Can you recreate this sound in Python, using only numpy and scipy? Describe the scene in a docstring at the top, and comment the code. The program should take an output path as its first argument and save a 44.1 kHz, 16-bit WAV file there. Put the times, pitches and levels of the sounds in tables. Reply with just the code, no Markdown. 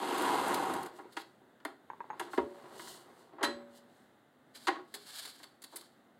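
"""A small quiet room, one microphone near a lever guillotine on a table. First the blade shears a stack of paper:
countless fibres snap and shake the plastic housing, while the lever rubs in its guides and single sheets flick.
Then the lever clicks and thuds, the ratchet pawl ticks, a heavier thud follows, and the lever swings back until
the steel blade carrier clanks against its stop. Last, a hand knocks the guard, gathers the rustling offcuts and
drops them. Noise and random snaps through resonances make the rubs and blows; decaying sines make the rings."""
import sys
import numpy as np
from scipy import signal
from scipy.fft import rfft, irfft, next_fast_len
from scipy.io import wavfile
from scipy.ndimage import uniform_filter1d, map_coordinates

SR = 44100
rng = np.random.default_rng(int(sys.argv[2]) if len(sys.argv) > 2 else 0)


def int16_out(signal):
    """Quantize to a 16-bit WAV file."""
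    q = np.round(np.clip(np.atleast_2d(signal).T, -1, 1) * 32767)
    wavfile.write(sys.argv[1], SR, q.astype(np.int16))


N = 273287
TOP_HZ = 15850  # upper limit of what the microphone picks up
T = np.arange(SR // 4) / SR  # time within one short blow, s
T_RING = np.arange(SR) / SR  # time within one ring, s


def amp(db):
    """Decibels to gain."""
    return 10 ** (np.asarray(db) / 20)


def unit(x):
    """Scale to rms 1."""
    return x / np.sqrt(np.mean(x ** 2) + 1e-20)


def crest(x):
    """Scale so that the loudest 4 ms have rms 1."""
    return x / np.sqrt(uniform_filter1d(x ** 2, size=176).max())


def along(points, hz):
    """Read (Hz, value) points on a log frequency axis."""
    f, v = np.transpose(points)
    return np.interp(np.log(hz + 1), np.log(f + 1), v)


def wobble(rate):
    """A smooth random curve, rate knots a second."""
    knots = rng.standard_normal(int(N * rate / SR) + 4)
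    return map_coordinates(knots, [np.arange(N) * rate / SR])


def add(track, s, x):
    """Mix x into the track at time s."""
    part = track[round(s * SR):][:len(x)]
    part += x[:len(part)]


def colour(x, spectrum):
    """Causal minimum-phase filter with the given (Hz, dB) shape."""
    m = 2 * next_fast_len(len(x) // 2 + 4096)
    gain = amp(along(spectrum, np.fft.rfftfreq(m, 1 / SR)))
    cepstrum = irfft(np.log(gain + 1e-6))
    # folding the cepstrum forward in time makes the filter causal
    cepstrum[1:m // 2] *= 2
    cepstrum[m // 2 + 1:] = 0
    response = np.exp(rfft(cepstrum))
    return irfft(rfft(x, m) * response)[:len(x)]


def band(x, low_hz, high_hz):
    """Causal band-pass."""
    sos = signal.butter(4, [low_hz, min(high_hz, TOP_HZ)], "band", fs=SR, output="sos")
    return signal.sosfilt(sos, x)


def soften(x, corner_hz):
    """A softer contact loses what lies above its corner."""
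    sos = signal.butter(2, min(corner_hz, TOP_HZ), fs=SR, output="sos")
    return signal.sosfilt(sos, x)


def snaps(rate, spread_db):
    """Random fibre snaps of uneven size and either sign, rate a second."""
    happens = rng.random(N) < rate / SR
    sign = rng.choice([-1, 1], N)
    size = amp(spread_db * np.clip(rng.standard_normal(N), -2, 2))
    return happens * sign * size


def contact(length, rise, t60):
    """A chattering contact that rises, lasts for its length and dies away."""
    onset = 1 - np.exp(-T / rise)
    decay = amp(-60 * np.maximum(T - length, 0) / t60)
    return rng.standard_normal(len(T)) * onset * decay


# a stroke is STROKE_DB down one rise before and one fall after its peak
STROKE_DB, STROKE_ROUNDNESS = 21, 1.19


def strokes(rows):
    """Gain per sample of rubbing strokes that each swell and fade; overlapping strokes add in power."""
    t, power = np.arange(N) / SR, np.zeros(N)
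    for s, db, rise, fall in rows:
        away = np.maximum((s - t) / rise, (t - s) / fall)
        power += amp(db - STROKE_DB * np.minimum(away, 4) ** STROKE_ROUNDNESS) ** 2
    return np.sqrt(power)


SHRINK = 0.89  # length of each flight of a bouncing part over the one before


def bounces(s, db, flight, loss_db, count):
    """(s, dB) of the rebounds after time s, each sooner and weaker than the last."""
    k = np.arange(count)
    return zip(s + np.cumsum(flight * SHRINK ** k), db - loss_db * k)


# modes of the plastic housing: pitch_hz, width_hz, level_db
HOUSING_MODES = [(134, 14, -6), (280, 40, -3), (349, 24, -1), (444, 18, -2), (537, 20, -9), (647, 25, -11),
                 (795, 38, 0), (935, 35, -4), (978, 32, -2), (1075, 45, -1), (1266, 45, -8), (1410, 45, -4),
                 (1550, 40, -8), (1680, 28, -5), (1905, 34, -2), (2090, 60, -3), (2826, 25, -7),
                 (3220, 32, -6)]


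def housing(x, direct):
    """The housing's resonances on top of a direct share."""
    m = next_fast_len(len(x) + 4096)
    f = np.fft.rfftfreq(m, 1 / SR)
    response = direct
    for hz, width, db in HOUSING_MODES:
        response = response + amp(db) * 1j * f * width / (hz * hz - f * f + 1j * f * width)
    return irfft(rfft(x, m) * response, m)[:len(x)]


# colour of the room's murmur: pitch_hz, level_db
HUSH_COLOUR = [(25, -49), (60, -22), (130, -6), (190, -7.5), (240, 1), (293, -3.5), (489, -7.5), (754, -6),
               (936, -12.5), (1480, -12), (2110, -16.5), (2280, -26.5), (3720, -21.5), (5430, -37),
               (7110, -32.5), (16000, -36)]


def hush():
    """The murmur of the room's air: coloured noise whose level drifts slightly."""
    return amp(-64.5) * unit(colour(rng.standard_normal(N), HUSH_COLOUR)) * amp(1.4 * wobble(4.54))


# force on the blade during the cut: time_s, gain_db
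CUT_FORCE = [(0.0, -38.5), (0.01, -38), (0.224, -31.5), (0.55, -31.5), (0.584, -35), (0.618, -34),
             (0.746, -36.5), (0.868, -44.5), (0.9, -58)]


def force():
    """Gain of the force on the blade, which ends as the last sheet parts."""
    s, db = np.transpose(CUT_FORCE)
    return amp(np.interp(np.arange(N) / SR, s, db, right=-120))


# tearing as it crunches in the housing: pitch_hz, level_db
CRUNCH_COLOUR = [(110, -50.5), (180, -10), (272, -6), (317, -6), (348, -3), (613, -8.5), (771, -3.5),
                 (956, -4), (1180, -8), (1450, -11), (2430, -18.5), (2880, -19.5), (4160, -21), (5820, -32),
                 (7000, -44), (9100, -53), (15400, -120)]
# fibres hissing in the air: pitch_hz, level_db
FIBRE_COLOUR = [(3290, -23), (5600, -3), (8840, 1), (9440, -1.5), (11600, -3), (15100, -14.5), (16000, -56)]
# tearing as it rumbles in the table: pitch_hz, level_db
RUMBLE_COLOUR = [(26, -34), (45, -43), (59, -15), (102, -9), (124, -4.5), (184, 0.5), (209, -10),
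                 (230, 8.5), (300, -50), (510, -120)]
CUT_S = 1  # time for the blade's depth to go from top sheet to table
# each voice under the force: (dB at the top sheet, change in dB down to the table)
RASP_DB, HISS_DB, RUMBLE_DB = (-13, -8.5), (-16.5, -4), (-30.5, 16.5)


def cut():
    """Sheets give way: snaps crunch in the housing, rasp on the blade, hiss in the air and rumble in the table.
    The deeper the blade, the duller the tearing and the more the table takes."""
    depth = np.minimum(np.arange(N) / SR / CUT_S, 1)
    rasp_gain, hiss_gain, rumble_gain = [
        amp(top_db + change_db * depth) for top_db, change_db in (RASP_DB, HISS_DB, RUMBLE_DB)]
    tearing = snaps(rate=2600, spread_db=1.5) * amp(0.6 * wobble(110))
    body = colour(housing(tearing, direct=0.44), CRUNCH_COLOUR)
    crunch = unit(band(body, low_hz=210, high_hz=2080))
    rasp = unit(band(body, low_hz=2600, high_hz=5850))
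    hiss = unit(colour(tearing + 0.12 * rng.standard_normal(N), FIBRE_COLOUR))
    rumble = unit(band(colour(tearing, RUMBLE_COLOUR), low_hz=55, high_hz=260))
    voices = amp(-0.43) * crunch + rasp_gain * rasp + hiss_gain * hiss + rumble_gain * rumble
    return force() * voices


# the lever sliding in its guides: peak_s, level_db, rise_s, fall_s
LEVER_STROKES = [(1.0, -56, 1, 0.33), (2.21, -53.5, 0.24, 0.4), (2.72, -52.5, 0.55, 0.64),
                 (3.55, -56.5, 0.65, 0.34)]
# colour of the guides: pitch_hz, level_db
GUIDE_COLOUR = [(88, -39), (150, -13), (247, -17.5), (282, -19), (356, -1.5), (478, -10), (967, -10.5),
                (1980, -21.5), (2510, -27.5), (4320, -31), (5000, -37), (6500, -65), (11000, -120)]


def slide():
    """The lever rubs unevenly along its guides: flickering snaps through the housing."""
    friction = snaps(rate=760, spread_db=1) * amp(1.46 * wobble(24.08))
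    return strokes(LEVER_STROKES) * unit(colour(housing(friction, direct=1.0), GUIDE_COLOUR))


# time each frequency takes to die in the room: pitch_hz, t60_s
ROOM_DECAY = [(150, 0.34), (500, 0.42), (2000, 0.3), (5000, 0.29), (14000, 0.2)]
# strength of the room's answer: pitch_hz, level_db
ROOM_ANSWER = [(100, -21.5), (350, -10), (1000, -15.5), (4000, -8.5), (14000, -13.5)]


def room(x):
    """The small room answers after 8 ms, each frequency dying at its own speed."""
    hz, t, z = signal.stft(rng.standard_normal(SR // 2), SR, nperseg=256)
    decay = amp(-60 * t / along(ROOM_DECAY, hz)[:, None])
    tail = signal.istft(z * decay, SR, nperseg=256)[1]
    delayed = np.pad(x, (round(.008 * SR), 0))
    answer = signal.fftconvolve(delayed, tail / np.linalg.norm(tail))[:N]
    return colour(answer, ROOM_ANSWER)


# colour of one flicking sheet: pitch_hz, level_db
SHEET_COLOUR = [(880, -31), (1500, -0.5), (2190, 2), (2410, -7.5), (4500, 6), (5660, -11), (7170, -2),
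                (10100, -2.5), (11000, -2), (13800, -10.5), (16000, -10.5)]
TAP_DB = -10.5  # a sheet's tap on the housing relative to its flick, before half its brightness is taken off


def flick(length, bright_db):
    """A single sheet snaps, brighter the crisper its edge, and taps the housing."""
    snap = colour(contact(length, rise=0.0004, t60=0.029), SHEET_COLOUR)
    snap = crest(colour(snap, [(4500, 0), (9000, bright_db)]))
    shaken = housing(contact(length, rise=0.00022, t60=0.17), direct=0.94)
    tap = crest(band(shaken, low_hz=255, high_hz=1570))
    return snap + amp(TAP_DB - bright_db / 2) * tap


# sheets snapping, flicking and landing: start_s, level_db, length_s, brightness_db
SHEET_FLICKS = [(.178, -42, 0.0073, 4), (0.219, -42.5, 0.0068, 11), (0.481, -43.5, .0024, 9),
                (0.543, -34.5, 0.0034, 1), (0.737, -42.5, 0.0027, 4.5), (0.83, -47, 0.0026, 5),
                (0.861, -50, 0.0032, -1), (1.123, -60, 0.014, -2), (1.177, -53, 0.043, -6),
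                (1.65, -45, 0.0015, 3.5), (4.548, -55, 0.0082, -5), (4.9402, -41, 0.0095, -0.5),
                (5.251, -45, 0.0092, -2), (5.276, -51, .003, -3), (5.43, -49.5, 0.013, -6),
                (5.619, -52.5, 0.0098, 3), (5.638, -46.5, 0.0078, 1), (5.7585, -41, 0.012, 9),
                (5.81, -52, 0.0042, 0)]


def flicks():
    """Single sheets snap, flick and land: short bursts of coloured noise."""
    out = np.zeros(N)
    for s, db, length, bright_db in SHEET_FLICKS:
        add(out, s, amp(db) * flick(length, bright_db))
    return out


# the blade brushing the face of the stack: peak_s, level_db (before the 3.5 dB cut below), rise_s, fall_s
BRUSH_STROKES = [(.97, -61.5, .08, 0.096), (1.14, -65.5, 0.089, 0.27), (2.23, -58.5, 0.068, 0.09),
                 (2.335, -53.5, 0.051, .12), (2.58, -67.5, 0.47, 0.49), (2.81, -50.5, 0.089, .1),
                 (2.895, -48, 0.22, 0.17), (3.21, -66.5, .2, .14), (3.775, -58, 0.085, 0.041),
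                 (3.97, -72, 0.21, 0.24)]
# colour of the brushed stack: pitch_hz, level_db
STACK_COLOUR = [(1180, -16), (2000, 2), (2490, -34), (2830, 5.5), (3400, 0.5), (4300, 6), (5630, -4),
                (7980, 2), (13600, -7.5), (16000, -13)]


def brush():
    """The blade brushes the stack's face: a dense stream of uneven snaps."""
    grains = snaps(rate=15000, spread_db=6.5) * amp(0.66 * wobble(55))
    return amp(-3.5) * strokes(BRUSH_STROKES) * unit(colour(grains, STACK_COLOUR))


# how the housing carries a blow (mid, bass, edge, treble): low_hz, high_hz, rise_s, t60_s, level_db
PANEL_BANDS = [(556, 2030, 0.00077, 0.062, 1), (290, 426.6, 0.0007, 0.042, -6),
               (2600, 4870, 0.00041, 0.029, -5.5), (6370, 15000, 0.000067, 0.046, -4)]


def blow(hard_hz, length):
    """One blow on the housing: the treble starts most sharply, mid and bass swell a little more slowly;
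    a soft blow is dull."""
    waves = np.zeros(len(T))
    for low_hz, high_hz, rise, t60, db in PANEL_BANDS:
        shaken = housing(contact(length, rise, t60), direct=0.59)
        waves += amp(db) * crest(band(shaken, low_hz, high_hz))
    return crest(soften(waves, hard_hz))


# blows on the housing: start_s, level_db, hardness_hz, contact_s
HOUSING_BLOWS = [(0.987, -44, 1280, 0.012), (1.1665, -34, 5140, 0.0066), (1.601, -60.5, 4560, .002),
                 (1.6497, -34, 2720, 0.0048), (2.196, -35, 9800, 0.0042), (2.21, -37, 1340, 0.0026),
                 (2.332, -38.5, 1880, 0.0046), (2.376, -34.5, 2850, .006), (2.385, -31.5, 1040, 0.0037),
                 (2.794, -44, 3830, .0024), (2.872, -49, 4000, .003), (3.328, -51.5, 220, 0.016),
                 (3.382, -46, 990, 0.041), (3.409, -36, 1040, .022), (3.4287, -27.5, 7000, 0.021),
                 (3.471, -36, 517, 0.012), (4.6699, -28.5, 5440, 0.013), (4.682, -25, 2520, 0.0048),
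                 (4.725, -47, 1300, .006), (4.756, -46.5, 3000, .0025), (4.785, -47.5, 1290, 0.011),
                 (5.398, -56, 2600, 0.0062), (5.724, -51.5, 690, 0.024)]
# rattle: first flight (s), first loss (dB), later losses (dB), hardness kept (share)
RATTLE_S, RATTLE_DB, RATTLE_LOSS_DB, RATTLE_HARDNESS = 0.028, 13.5, 5.5, 0.39


def knocks():
    """Lever and hand strike the housing, and the loose guard rattles after each blow."""
    out = np.zeros(N)
    for s, db, hard_hz, length in HOUSING_BLOWS:
        add(out, s, amp(db) * blow(hard_hz, length))
        rattle = blow(RATTLE_HARDNESS * hard_hz, length)
        for when, level in bounces(s, db - RATTLE_DB, RATTLE_S, RATTLE_LOSS_DB, count=3):
            add(out, when, amp(level) * rattle)
    return out


# single notes that ring out from the blade, pawl, frame or guard: start_s, pitch_hz, level_db, t60_s
SINGLE_NOTES = [(.99, 1090, -41.5, .09), (2.334, 1075, -39, .12), (2.39, 571, -42, .7),
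                (2.797, 960, -39, .05), (4.69, 795, -24.5, .07), (4.757, 1107, -46, .3),
                (4.94, 410, -53, .45)]


def single_notes():
    """Now and then the blade, pawl, frame or guard rings out on one note, a decaying sine."""
    out = np.zeros(N)
    for s, hz, db, t60 in SINGLE_NOTES:
        onset = 1 - np.exp(-T_RING / 0.0015)
        add(out, s, amp(db - 60 * T_RING / t60) * np.sin(2 * np.pi * hz * T_RING) * onset)
    return out


# the lever bumping its buffer: start_s, level_db
LEVER_BUMPS = [(1.052, -51), (1.416, -57), (1.475, -61), (2.38, -20.5)]
# modes of the buffer and its mount: pitch_hz, level_db, t60_s
BUFFER_MODES = [(290, -7, 0.036), (375, 7, 0.019), (604, -8, 0.026), (945, -9.5, 0.049)]
BUMP_S, BUMP_DB, BUMP_LOSS_DB = 0.019, 12, 4  # its bounces: first flight, first loss, later losses


def thuds():
    """The lever bounces on its rubber buffer: a few heavily damped modes, too small to radiate deep bass."""
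    out = np.zeros(N)
    push = sum(amp(level - 60 * T / t60) * np.sin(2 * np.pi * hz * T) for hz, level, t60 in BUFFER_MODES)
    thud = crest(band(push * (1 - np.exp(-T / 0.0048)), low_hz=237, high_hz=1460))
    for s, db in LEVER_BUMPS:
        rebounds = bounces(s, db - BUMP_DB, BUMP_S, BUMP_LOSS_DB, count=3)
        for when, level in [(s, db), *rebounds]:
            add(out, when, amp(level) * thud)
    return out


# colour of one ratchet tooth: pitch_hz, level_db
TOOTH_COLOUR = [(30, -64), (150, -20), (400, -11), (700, -13), (860, 7), (1080, 2), (1250, -13.5),
                (1600, -8.5), (2250, -17), (2700, -28.5), (4500, -39), (9000, -85)]


def tick(hard_hz):
    """The pawl's short hollow tick, an impulse with a faint chatter."""
    drop = (T == 0) + amp(-23) * contact(length=0.002, rise=0.0008, t60=0.05)
    return crest(soften(colour(drop, TOOTH_COLOUR), hard_hz))


# the pawl dropping over its teeth: start_s, level_db, hardness_hz, spring_ping_db, rebound_after_s
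PAWL_DROPS = [(1.901, -36, 3000, -76.5, 0.032), (2.005, -37, 3000, -83, 0.037),
              (2.1023, -34.5, 3200, -65, .029)]
PAWL_REBOUND_DB, PAWL_REBOUND_HZ = -8.5, 1250  # it falls back once: relative level, softer hardness


def ratchet():
    """At each tooth the pawl ticks, plucks its spring and rebounds once."""
    out = np.zeros(N)
    spring = np.sin(2 * np.pi * 6565 * T) * amp(-60 * T / .11)
    for s, db, hard_hz, ping_db, flight in PAWL_DROPS:
        add(out, s, amp(db) * tick(hard_hz) + amp(ping_db) * spring)
        add(out, s + flight, amp(db + PAWL_REBOUND_DB) * tick(PAWL_REBOUND_HZ))
    return out


# jolts of the blade at its end stops: start_s, ring_db, hardness_hz, table_thump_db, shake_s
BLADE_JOLTS = [(2.384, -40.5, 623, -56, 0.0052), (3.431, -30, 14000, -62, 0.113)]
# modes of the blade and its carrier: pitch_hz, level_db, t60_s
BLADE_MODES = [(240, -13.5, 1.1), (409, -13, .32), (571, -8.5, .85), (960, -2, .16), (1082, -6, .3),
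               (1303, -8, .25), (1680, -10, .3), (1900, -4, .26), (3047, -11, .2), (3219, -14, .24),
               (4025, -1, .16), (4048, -3, .28), (7843, -22, .42), (10050, -19, .22), (11200, -5, .09)]


def blade():
    """The steel rings after each end stop and shakes the table; a soft stop wakes only its low modes."""
    out = np.zeros(N)
    for s, db, hard_hz, table_db, length in BLADE_JOLTS:
        ring = np.zeros(len(T_RING))
        for hz, level, t60 in BLADE_MODES:
            woken = 1 / (1 + (hz / hard_hz) ** 4)
            tone = np.sin(2 * np.pi * (hz * T_RING + rng.random()))
            ring += woken * amp(level - 60 * T_RING / t60) * tone
        add(out, s, amp(db) * ring * (1 - np.exp(-T_RING / 0.004)))
        thump = band(contact(length, rise=0.0017, t60=0.23), low_hz=63.4, high_hz=157)
        add(out, s, amp(table_db) * crest(thump))
    return out


# offcuts sliding on each other: peak_s, level_db, rise_s, fall_s
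OFFCUT_STROKES = [(4.555, -51.5, 0.014, 0.062), (4.66, -57.5, 0.11, .03), (4.955, -49, 0.011, 0.037),
                  (5.195, -46.5, 0.24, 0.23), (5.77, -58.5, 0.13, 0.17)]
# colour of rustling paper: pitch_hz, level_db
PAPER_COLOUR = [(150, -52), (590, -12.5), (1000, -9.5), (1420, -6), (1690, 0), (1960, -11), (2180, -5.5),
                (2560, -14), (3010, -4), (4470, 1), (5830, -13.5), (7620, -6), (12100, -11.5), (16000, -22)]


def rustle():
    """Offcuts rub on each other in clumps of tiny grains."""
    grains = snaps(rate=5700, spread_db=0.0) * amp(2.1 * wobble(69))
    return strokes(OFFCUT_STROKES) * unit(colour(grains, PAPER_COLOUR))


def scene():
    """Cutter and paper with the room's answer; the blade and the single notes come direct, without it."""
    near = cut() + slide() + flicks() + brush() + knocks() + thuds() + ratchet() + rustle()
    return (near + blade() + single_notes() + room(near) + hush())[None]


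def record(dry):
    """The microphone keeps nothing above its band limit."""
    m = next_fast_len(N + SR // 4)
    kept = np.fft.rfftfreq(m, 1 / SR) < TOP_HZ
    return irfft(rfft(dry, m) * kept, m)[..., :N]


dry = scene()
out = record(dry)
int16_out(out)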